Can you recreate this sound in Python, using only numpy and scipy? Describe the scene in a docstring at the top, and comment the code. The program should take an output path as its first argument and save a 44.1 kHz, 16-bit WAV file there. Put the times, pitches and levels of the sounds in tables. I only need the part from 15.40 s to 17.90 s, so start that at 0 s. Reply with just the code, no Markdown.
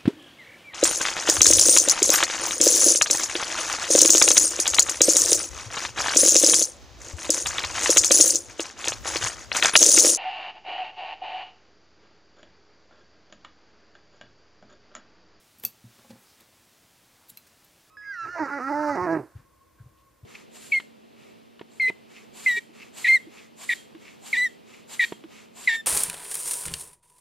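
"""A small quiet room: at a sewing table, large steel scissors snip a stitch in a quilt seam.
Over faint hiss and hum the blades rub (stick-slip noise), the thread parts (a noise burst) and the blades
clack shut (cracks and decaying steel modes). Hands bump the table (table-top modes) and shift the cloth
(grainy noise), a hard point ticks on the mat, then the blades scrape open and click lightly.
It is mono: nearby surfaces add two reflections and a short tail, and no microphone colour is added."""
import sys
import numpy as np
from scipy import signal
from scipy.fft import rfft, irfft, next_fast_len
from scipy.io import wavfile
from scipy.ndimage import map_coordinates

SR = 44100
rng = np.random.default_rng(int(sys.argv[2]) if len(sys.argv) > 2 else 0)


def transcribe(u):
    """Save the signal u as a 16-bit wav file named by the first command-line argument.

    u: samples, shape (n,) or (channels, n), limited to [-1, 1]; the rate is SR.
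    q: integer samples, one column per channel.
    """
    v = np.clip(np.atleast_2d(u).T, -1, 1)
    q = np.round(v * 32767).astype(np.int16)
    wavfile.write(sys.argv[1], SR, q)


N = 110250
TIME = np.arange(N) / SR

# colour of the room's steady hiss: pitch_hz, level_db
AIR_COLOUR = [(15, -34), (25, -8), (49, -12), (86, -3), (233, -5.5), (297, -5), (410, -7), (445, -8),
              (804, -8.5), (871, -9), (1140, -10), (1490, -10.5), (2010, -11), (6380, -13.5), (15500, -19)]
AIR_DB = -60.5
HUM_HZ, HUM_DB = 120.5, -80

# decay of the room tail: pitch_hz, t60_s
ROOM_DECAY = [(150, 0.38), (1500, 0.18), (5000, 0.19), (13000, 0.11)]
ROOM_DB, ROOM_DELAY_S = -13.5, 0.003
# reflections from near surfaces: delay_s, level_db
NEAR_SURFACES = [(.0046, -24.5), (.0087, -22.5)]

# cloth sliding over the mat, bell-shaped in time: centre_s, half_length_s, level_db, centre_hz, spread_octaves
CLOTH_RUSTLES = [(0.59, 0.099, -62.5, 2370, 1.8), (0.707, 0.01, -56.5, 2440, 1.37),
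                 (0.77, 0.086, -67, 980, 0.85), (0.817, 0.029, -64.5, 12100, 0.75),
                 (0.90, 0.039, -66, 4800, 0.19), (0.90, 0.081, -65.5, 3500, 1.6),
                 (1.005, 0.016, -60.5, 1780, 1.55), (1.83, 0.035, -68.5, 940, 0.45),
                 (2.074, 0.0047, -57.5, 7000, 1.4)]
RUSTLE_GRAIN_DB, FIBRE_HZ = 2.5, 709

# soft blows on the table: start_s, level_db, centre_hz, spread_octaves, scuff_db (relative)
TABLE_BUMPS = [(0.184, -56.5, 140, 1.2, -18), (0.2385, -44.5, 447, 2.9, -2.5),
               (0.4415, -37.5, 136, 0.52, -24), (0.587, -56, 600, 2.1, 4.5), (0.645, -47, 720, 1.1, -8),
               (0.695, -48.5, 230, 0.41, -15), (0.7041, -41, 376, 1.3, -14.5), (0.731, -51, 250, 1.7, -10),
               (0.755, -49.5, 406, 1.1, -6), (1.007, -59.5, 300, 2.1, 3), (1.912, -57, 125, 0.87, -8)]
# modes of the table top: pitch_hz, level_db, t60_s
TABLE_MODES = [(120.5, -4, .21), (198.7, -3, 0.13), (231, 0.5, 0.12), (395, -32, 0.041), (530, -1.5, 0.081),
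               (828, -2.5, 0.053), (1135, -7, 0.044)]
BUMP_ATTACK_S, SCUFF_T60_S = 0.002, 0.069

# hard contacts on the mat: start_s, level_db
MAT_TICKS = [(0.7084, -51.5)]
TICK_HZ, TICK_T60_S = 4770, 0.027

# the edges shear the thread: centre_s, level_db
THREAD_CUT = (0.2381, -30.5)
CUT_WIDTH_S = 0.0012
# colour of the shearing crunch: pitch_hz, level_db
SHEAR_COLOUR = [(200, -10), (1100, -6), (2000, -9), (3000, -7.5), (6000, -12), (8000, -11), (10000, -26),
                (11900, 6.5), (12800, -8), (14200, -16), (15500, -2), (16500, -19)]

# blades rubbing past each other: start_s, swell_s, half_t60_s, level_db, pitch_factor, squeak_share
BLADE_SCRAPES = [(0.183, 0.0028, 0.02, -55.5, 0.98, 0), (0.195, 0.0042, 0.012, -48, 0.98, 0),
                 (0.222, 0.02, .03, -44, 1, 0), (1.001, 0.0055, 0.018, -53.5, .97, 0),
                 (1.883, 0.019, .010, -41, 1.0, 0.43), (2.240, 0.0066, .022, -55.5, 1, 0)]
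# colour of the rubbing edges: pitch_hz, level_db
EDGE_COLOUR = [(500, -18.5), (2500, -33), (3900, -8), (5900, -17.5), (7200, -9), (9300, -7.5), (10800, -16),
               (12200, 5), (13300, -12), (15600, -11.5)]
SWELL_DB, SLIP_HZ, SLIP_DEPTH = 21.5, 643, 0.78
SQUEAK_HZ, SQUEAK_T60_S = 10010, 0.061

# blade clacks: start_s, ring_db, crack_db, is_open (0 shut, 1 open), ring_length_factor
BLADE_CLACKS = [(0.2497, -7, -21.5, 0, 0.8), (1.9721, -28.5, -40.5, 1, 0.61)]
# steel modes, levels relative to ring_db: shut_hz, shut_db, open_hz, open_db, t60_s (before the length factor)
STEEL_MODES = [(2623, -20.5, 2260, -16.5, 0.029), (3420, -31.5, 2640, -16.5, 0.046),
               (4130, -28, 3360, -20, 0.033), (4544, -28, 4110, -17, 0.12), (5540, -29, 2900, -23, 0.033),
               (6260, -27, 4900, -22, 0.051), (7400, -28.5, 12000, -21, 0.038),
               (10260, -39, 8100, -26, 0.05), (12400, -25, 13000, -19, 0.049), (13400, 8, 12850, 4, 0.0079),
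               (13040, -32, 12710, -12, 0.062), (13790, -25, 14440, -27, 0.061)]
RING_ATTACK_S, RING_WAVER_RAD, WAVER_HZ = 0.0011, 0.35, 250
# colour of the contact crack: pitch_hz, level_db
CRACK_COLOUR = [(150, -32), (1100, -14), (2500, -7), (4000, -6), (6500, 2), (8500, -3.5), (11000, 2.5),
                (12400, 11), (13600, 8.5), (14500, 2), (15600, -1.5)]
CRACK_RISE_S = 0.00084
SHIMMER_DB, SHIMMER_T60_S = -14.5, 0.15  # countless weak modes, relative to the crack

LOW_CUT_HZ, TOP_HZ = 56, 16000


def amp(db):
    """Decibels to gain."""
    return 10 ** (np.asarray(db) / 20)


def unit(x):
    """Scale to rms 1."""
    return x / np.sqrt(np.mean(x ** 2) + 1e-20)


def along(points, hz):
    """Read (pitch_hz, value) points on a log pitch axis."""
    point_hz, value = np.transpose(points)
    return np.interp(np.log(hz + 1), np.log(point_hz + 1), value)


def filtered(x, response):
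    """Multiply the spectrum of x by a response of frequency."""
    size = next_fast_len(N + SR // 2)  # padded so that delays do not wrap round
    spectrum = rfft(x, size) * response(np.fft.rfftfreq(size, 1 / SR))
    return irfft(spectrum, size)[:N]


def noise(colour, pitch=1):
    """Noise of rms 1 with a (pitch_hz, level_db) colour, shifted by a pitch factor."""
    return unit(filtered(rng.standard_normal(N), lambda hz: amp(along(colour, hz / pitch))))


def bell(hz, centre_hz, octaves):
    """A smooth band on a log pitch axis."""
    return np.exp(-0.5 * (np.log2((hz + 1) / centre_hz) / octaves) ** 2)


def band(centre_hz, octaves):
    """Noise of rms 1 around a centre pitch."""
    return unit(filtered(rng.standard_normal(N), lambda hz: bell(hz, centre_hz, octaves)))


def pulse(centre_s, width_s):
    """A bell-shaped swell and fade in time."""
    return np.exp(-0.5 * ((TIME - centre_s) / width_s) ** 2)


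def wobble(rate):
    """A smooth random curve with rate knots a second."""
    return map_coordinates(rng.standard_normal(N // 8), [TIME * rate], mode="wrap")


def since(start_s):
    """Seconds after the start, zero before it."""
    return np.maximum(TIME - start_s, 0)


def fade(t, t60):
    """Exponential decay by 60 dB in t60 seconds."""
    return np.exp(-np.log(1000) * t / t60)


def sine(hz, t, phase=0):
    """A sine with an optional phase in radians."""
    return np.sin(2 * np.pi * hz * t + phase)


def background():
    """Steady coloured hiss and a faint mains hum as one sine."""
    return amp(AIR_DB) * noise(AIR_COLOUR) + amp(HUM_DB) * sine(HUM_HZ, TIME)


def delayed(x, delay_s):
    """Delay by turning the phase, so fractions of a sample are kept."""
    return filtered(x, lambda hz: np.exp(-2j * np.pi * hz * delay_s))


def room(x):
    """Two near reflections and a short noise tail whose decay time depends on pitch."""
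    hz, t, bins = signal.stft(rng.standard_normal(SR // 2), SR, nperseg=256)
    decaying = bins * fade(t, along(ROOM_DECAY, hz)[:, None])
    tail = signal.istft(decaying, SR, nperseg=256)[1]
    late = signal.fftconvolve(x, tail / np.linalg.norm(tail))[:N]
    early = sum(amp(db) * delayed(x, delay_s) for delay_s, db in NEAR_SURFACES)
    return amp(ROOM_DB) * delayed(late, ROOM_DELAY_S) + early


def cloth():
    """Soft swishes of the quilt: bands of noise made grainy by a rapid random level."""
    out = np.zeros(N)
    for centre_s, half_s, db, hz, octaves in CLOTH_RUSTLES:
        grainy = unit(band(hz, octaves) * amp(RUSTLE_GRAIN_DB * wobble(FIBRE_HZ)))
        out += amp(db) * pulse(centre_s, half_s) * grainy
    return out


def bumps():
    """Each padded blow rings the table modes near its own pitch, with a scuff of cloth."""
    out = np.zeros(N)
    for start_s, db, centre_hz, octaves, scuff_db in TABLE_BUMPS:
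        t = since(start_s)
        ring = np.zeros(N)
        for hz, mode_db, t60 in TABLE_MODES:
            ring += amp(mode_db) * bell(hz, centre_hz, octaves) * fade(t, t60) * sine(hz, t)
        scuff = amp(scuff_db) * fade(t, SCUFF_T60_S) * band(centre_hz, octaves / 2)
        attack = 1 - np.exp(-t / BUMP_ATTACK_S)
        out += amp(db) * attack * (scuff - ring)
    return out


def ticks():
    """A hard point touches the mat: narrow noise starts at once and dies away."""
    out = np.zeros(N)
    for start_s, db in MAT_TICKS:
        decay = (TIME > start_s) * fade(since(start_s), TICK_T60_S)
        out += amp(db) * decay * band(TICK_HZ, octaves=0.2)
    return out


def cut():
    """A brief crunch of coloured noise as the edges shear the thread."""
    centre_s, db = THREAD_CUT
    return amp(db) * pulse(centre_s, CUT_WIDTH_S) * noise(SHEAR_COLOUR)


def scrapes():
    """The edges stick and slip, swelling until they let go; a hard rub leaves a thin squeak."""
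    out = np.zeros(N)
    for start_s, swell_s, half_t60_s, db, pitch, squeak in BLADE_SCRAPES:
        climb = np.clip((TIME - start_s) / swell_s - 1, -1, 0)  # -1 at the start, 0 at full level
        swell = (TIME > start_s) * amp(SWELL_DB * climb)
        after = since(start_s + swell_s)
        slips = 1 + SLIP_DEPTH * sine(SLIP_HZ, TIME, 2 * wobble(200))
        rub = slips * fade(after, 2 * half_t60_s) * noise(EDGE_COLOUR, pitch)
        tone = squeak * swell * fade(after, SQUEAK_T60_S) * sine(SQUEAK_HZ, TIME)
        out += amp(db) * swell * (rub + tone)
    return out


def clacks():
    """Steel meets steel: a short crack, a shimmer and the rough ring of blades that press on each other."""
    out = np.zeros(N)
    for start_s, ring_db, crack_db, is_open, length in BLADE_CLACKS:
        t = since(start_s)
        attack = 1 - np.exp(-(t / RING_ATTACK_S) ** 2)
        for shut_hz, shut_db, open_hz, open_db, t60 in STEEL_MODES:
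            hz, mode_db = (open_hz, open_db) if is_open > 0.5 else (shut_hz, shut_db)
            tone = sine(hz, t, RING_WAVER_RAD * wobble(WAVER_HZ))  # an unsteady phase roughens it
            out += amp(ring_db + mode_db) * tone * fade(t, t60 * length) * attack
        rise = t / CRACK_RISE_S
        crack = rise * np.exp(1 - rise)  # peaks at 1 after CRACK_RISE_S
        shimmer = amp(SHIMMER_DB) * (1 - np.exp(-rise)) * fade(t, SHIMMER_T60_S)
        out += amp(crack_db) * (crack + shimmer) * noise(CRACK_COLOUR)
    return out


def scene():
    """Scissors, table and cloth in the room, alike in both channels; they radiate little deep bass."""
    direct = clacks() + scrapes() + cut() + bumps() + ticks() + cloth()
    low_cut = signal.butter(2, LOW_CUT_HZ, "high", fs=SR, output="sos")
    direct = signal.sosfilt(low_cut, direct)
    mono = direct + room(direct) + background()
    return np.array([mono, mono])


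def record(dry):
    """Nothing is kept above the band limit."""
    return np.array([filtered(channel, lambda hz: hz < TOP_HZ) for channel in dry])


dry = scene()
out = record(dry)
transcribe(out)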